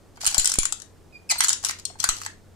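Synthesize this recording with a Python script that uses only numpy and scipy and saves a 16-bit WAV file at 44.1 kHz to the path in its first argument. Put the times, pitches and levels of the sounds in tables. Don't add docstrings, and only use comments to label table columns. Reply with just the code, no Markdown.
import sys
import numpy as np
from scipy import signal
from scipy.fft import rfft, irfft
from scipy.io import wavfile
from scipy.ndimage import uniform_filter1d, minimum_filter1d

SR = 44100
rng = np.random.default_rng(int(sys.argv[2]) if len(sys.argv) > 2 else 0)


def digitize_waveform(pressure):
    field = np.atleast_2d(pressure).T
    bounded = np.clip(field, -1, 1)
    quanta = np.round(bounded * 32767).astype(np.int16)
    wavfile.write(sys.argv[1], SR, quanta)


N = 112454
TIME = np.arange(N) / SR
CONTACT_LAG_S = .0005
SHELL_LIKENESS = .76
# (frequency [Hz], relative level [dB])
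HOUSING_MODES = [(4060, -11), (4320, 1.5), (4685, -3)]


def from_db(db):
    return 10 ** (np.asarray(db) / 20)


def unit_rms(x):
    return x / np.sqrt(np.mean(x ** 2) + 1e-20)


def pan(db):
    return unit_rms(from_db(np.array([[db], [-db]]) / 2))


def decay(t, t60):
    return np.exp(-np.log(1000) * np.maximum(t, 0) / t60)


def on_bins(points, size):
    hz, db = np.transpose(points)
    return np.interp(np.log(np.fft.rfftfreq(size, 1 / SR) + 1), np.log(hz), db)


def noise(colour, size):
    white = rng.standard_normal((2, size))
    return unit_rms(irfft(rfft(white) * from_db(on_bins(colour, size)), size))


def drift(rate_hz):
    r = np.exp(-2 * np.pi * rate_hz / SR)
    return unit_rms(signal.lfilter([1], [1, -2 * r, r * r], rng.standard_normal(2 * N))[N:])


def high_pass(x, hz, order):
    return signal.sosfilt(signal.butter(order, hz, "high", fs=SR, output="sos"), x + 1e-18)


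def add(out, start_s, sound):
    i = int(np.clip(start_s * SR, 0, N - 1))
    out[:, i:i + sound.shape[1]] += sound[:, :N - i]


def room_air():
    # (frequency [Hz], relative level [dB])
    colour = [(25, 0.5), (420, -6.5), (800, -15), (2700, -27), (8000, -28.5), (15000, -39)]
    mid, side = noise(colour, N)
    return from_db(-54) * (mid + from_db(-6) * side * [[1], [-1]])


def hum(hz=93, wander_hz=2.5, waver_db=1.5):
    # (time [s], level [dB])
    swell = [(1.2, -60), (2.3, -53)]
    phase = 2 * np.pi * np.cumsum(hz + wander_hz * drift(5)) / SR
    level = from_db(np.interp(TIME, *np.transpose(swell)) + waver_db * drift(6))
    return level * np.sqrt(2) * np.sin(phase + np.array([[.6], [0]]))


def room_reflections(x, t60_s=.26, treble_t60_s=.16, build_s=.00067):
    # (frequency [Hz], relative level [dB])
    colour = [(500, -2.5), (3000, 7.5), (15000, -5)]
    t = TIME[:SR // 2]
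    wash = noise(colour, len(t))
    low = signal.sosfiltfilt(signal.butter(2, 14000, fs=SR, output="sos"), wash)
    tail = low * decay(t, t60_s) + (wash - low) * decay(t, treble_t60_s)
    tail *= 1 - np.exp(-t / build_s)
    response = unit_rms(tail) / np.sqrt(len(t))
    return from_db(-9) * signal.fftconvolve(x, response, axes=-1)[:, :N]


def overload_thumps(rise_s=.0002):
    # (time [s], level [dB], left minus right [dB])
    thumps = [(0.277, -30.5, 16), (0.383, -15, 5.5), (0.586, -13, -6.5), (2.09, -20.5, -8.5)]
    offset = np.exp(-TIME / rise_s) - 1
    for _ in range(3):
        offset = high_pass(offset, hz=8.3, order=1)
    out = np.zeros((2, N))
    for s, db, pan_db in thumps:
        add(out, s, from_db(db) * pan(pan_db) * offset)
    return out


def uneven(colour, spread_db=5):
    hz = np.geomspace(300, 16000, 56)
    colour_hz, colour_db = np.transpose(colour)
    smooth_db = np.interp(np.log(hz), np.log(colour_hz), colour_db)
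    return np.transpose([hz, smooth_db + spread_db * rng.standard_normal(len(hz))])


def plastic_burst(colour, t60_s, likeness=.5, attack_s=.00062, hold_s=.00097, right_lag_s=.0002236):
    t = TIME[:2048]
    envelope = np.minimum(t / attack_s, 1) * decay(t - hold_s, t60_s)
    left, unrelated = noise(uneven(colour), len(t))
    delayed = np.interp(t - right_lag_s, t, left)
    right = likeness * delayed + np.sqrt(1 - likeness ** 2) * unrelated
    burst = np.array([left, right]) * envelope
    return burst * np.sqrt(np.sum(envelope ** 2) / np.sum(burst ** 2, axis=1, keepdims=True))


def ringing(x, modes, width_hz=38.5):
    r = np.exp(-np.pi * width_hz / SR)
    zeros = np.array([1, 0, -1]) * (1 - r * r) / 2
    out = np.zeros((2, N))
    for hz, db in modes:
        poles = [1, -2 * r * np.cos(2 * np.pi * hz / SR), r * r]
        out += from_db(db + 4.5) * signal.lfilter(zeros, poles, x + 1e-18)
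    return out


def click(db, clack_db, pan_db):
    # (frequency [Hz], relative level [dB])
    snap_colour = [(3000, -47), (4200, -13), (7200, 0.5), (9400, -2), (11200, -14), (16000, -30.5)]
    clack_colour = [(1800, -11.5), (2700, -3.5), (4300, 3), (8000, -29.5)]
    snap = from_db(-4.5) * plastic_burst(snap_colour, t60_s=.021)
    clack = from_db(clack_db) * plastic_burst(clack_colour, t60_s=.028)
    return from_db(db) * pan(pan_db) * (snap + clack)


def knocks(hits, clack_db):
    # (frequency [Hz], relative level [dB])
    shell_colour = [(750, -3.5), (1400, 7), (2600, -3), (4000, -14.5)]
    out = np.zeros((2, N))
    for s, click_db, shell_db, pan_db in hits:
        shell = from_db(shell_db + 6.5) * plastic_burst(shell_colour, t60_s=.015, likeness=SHELL_LIKENESS)
        add(out, s + CONTACT_LAG_S, click(click_db, clack_db, pan_db) + shell)
    return out


def wheel_rub(grains_per_s=800, spread_db=5, grain_t60_s=.012):
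    # (start [s], end [s], level [dB])
    turns = [(.155,0.178,-48), (0.203,0.348,-33.5), (.34,0.531,-36), (1.296,1.327,-21.5),
             (1.377,1.538,-34.5), (1.625,1.721,-32), (1.782,1.809,-38), (1.985,2.084,-38),
             (2.138,2.276,-42.5)]
    # (frequency [Hz], relative level [dB])
    colour = [(780, -2.5), (2800, -5), (7000, 4.5), (16000, -18.5)]
    effort = np.zeros(N)
    for start, end, db in turns:
        effort += from_db(db) * np.clip(np.minimum(TIME - start, end - TIME) / .0082, 0, 1)
    sizes = from_db(spread_db * np.minimum(rng.exponential(1, N), 4))
    grains = sizes * (rng.random(N) < grains_per_s / SR)
    power = signal.lfilter([1], [1, -decay(2 / SR, grain_t60_s)], grains ** 2 + 1e-18)
    return effort * unit_rms(np.sqrt(power) * noise(colour, N))


def wheel_bumps(shell_hz=820):
    # (time [s], level [dB])
    bumps = [(0.175,-37), (.234,-27), (.319,-33), (.347,-24), (.368,-24), (1.322,-22), (1.356,-26.5),
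             (1.636,-28.5), (1.9,-34), (1.955,-41.5)]
    colour = [(shell_hz, 0), (2 * shell_hz, -10), (10 * shell_hz, -40)]
    out = np.zeros((2, N))
    for s, db in bumps:
        add(out, s, from_db(db) * plastic_burst(colour, t60_s=.035, likeness=SHELL_LIKENESS))
    return out


def axle_squeaks(top_hz=9000):
    # (time [s], pitch [Hz], level of the second harmonic [dB])
    glides = [
        [(1.125,2510,-67.5), (1.155,2410,-53.5), (1.22,2540,-95)],
        [(1.292,2640,-35.5), (1.300,2516,-24), (1.311,2110,-24), (1.326,1937,-28)],
        [(1.382,4380,-31), (1.389,4150,-20), (1.396,4450,-26.5)],
    ]
    # (loss per harmonic [dB], final roughness [share of pitch], left minus right [dB])
    tones = [(12.5, 0.0019, -1), (-2, 0.11, 0), (-4.5, 0.0067, -1.5)]
    out = np.zeros((2, N))
    for glide, (loss_db, roughness, pan_db) in zip(glides, tones):
        s, hz, db = np.transpose(glide)
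        progress = np.clip((TIME - s[0]) / (s[-1] - s[0]), 0, 1)
        pitch = np.interp(TIME, s, hz) * (1 + roughness * progress ** 2 * drift(rate_hz=900))
        level = from_db(np.interp(TIME, s, db)) * (TIME > s[0]) * (TIME < s[-1])
        phase = 2 * np.pi * np.cumsum(pitch) / SR
        for k in range(1, 5):
            gain = from_db(-loss_db * (k - 2)) / np.sqrt(1 + (k * pitch / top_hz) ** 10)
            harmonic = np.sin(k * phase + rng.uniform(0, np.pi, (2, 1)))
            out += pan(pan_db) * level * gain * harmonic
    return out


def pawl_clicks():
    # (time [s], level [dB], left minus right [dB])
    snaps = [(1.852,-13.5,7.5), (2.001,-15,10)]
    clicks = np.zeros((2, N))
    for s, db, pan_db in snaps:
        add(clicks, s + CONTACT_LAG_S, click(db, clack_db=-12.5, pan_db=pan_db))
    return high_pass(clicks, hz=2884, order=4) + from_db(-6.5) * ringing(clicks, HOUSING_MODES)


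def turning_crank():
    # (time [s], click level [dB], shell level [dB], left minus right [dB])
    hits = [(.253,-15,-33.5,-8), (.264,-3,-38,5), (.269,-6.5,-31.5,-11), (.274,-9,-36,-1),
            (.344,-9.5,-33.5,5.5), (.380,1.5,-47,8), (.396,-9,-39,-7.5), (1.405,-0.5,-15,-1),
            (1.437,-12.5,-34,-2), (1.444,-8.5,-30,4), (1.647,-10.5,-42,4.5), (1.666,-20.5,-36.5,-6),
            (1.686,-18,-62,8.5), (1.694,-21,-26,5), (2.040,-7,-18.5,3.5), (2.089,-2,-20.5,2.5),
            (2.215,-29,-34,4.5), (2.262,-22,-29,8)]
    return knocks(hits, clack_db=-16.5) + wheel_bumps() + wheel_rub()


def falling_candies():
    # (time [s], click level [dB], shell level [dB], left minus right [dB])
    hits = [(.444,-12,-28,0), (.456,-3.5,-55,3), (.473,-8.5,-61,0), (.496,-14,-45,-1), (.517,-11.5,-37.5,1),
            (.538,-12.5,-36,-2.5), (.555,-19.5,-37,5), (.586,0,-33.5,4.5), (.631,-16,-34,10),
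            (.653,-9,-28.5,5.5), (.723,-11.5,-37.5,6), (.799,-31,-53,21), (.818,-28,-47.5,16),
            (1.483,-7.5,-34.5,-0.5), (1.492,-0.5,-31.5,-5), (1.502,-13,-28,20), (1.529,-10.5,-44,17)]
    return knocks(hits, clack_db=-17.5)


def dispenser(lowest_hz=713):
    # (frequency [Hz], relative level [dB])
    tray_modes = [(7090, -2.5), (7900, -0.5)]
    # (frequency [Hz], left minus right [dB])
    balance = [(1200, -1.5), (3300, -2), (5500, 8.5), (10000, -6)]
    crank = high_pass(turning_crank(), lowest_hz, order=8)
    candies = high_pass(falling_candies(), lowest_hz, order=8)
    rings = ringing(crank, HOUSING_MODES) + ringing(crank + candies, tray_modes)
    direct = crank + candies + rings + pawl_clicks() + axle_squeaks()
    channel_gains = from_db(on_bins(balance, N) * np.array([[1], [-1]]) / 2)
    return irfft(rfft(direct) * channel_gains, N)


def limiter(x, ceiling_db=-1.5, release_db_per_s=448):
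    peak_db = 20 * np.log10(np.abs(x).max(axis=0) + 1e-9)
    over_db = np.maximum(peak_db - ceiling_db, 0)
    release = release_db_per_s * TIME
    gain = from_db(release - np.maximum.accumulate(over_db + release))
    return x * uniform_filter1d(minimum_filter1d(gain, size=21), size=21)


def scene():
    direct = dispenser()
    return direct + room_reflections(direct) + overload_thumps() + room_air() + hum()


def record(dry):
    low_pass = signal.ellip(10, .1, 80, 15500, fs=SR, output="sos")
    return signal.sosfilt(low_pass, limiter(dry))


dry = scene()
out = record(dry)
digitize_waveform(out)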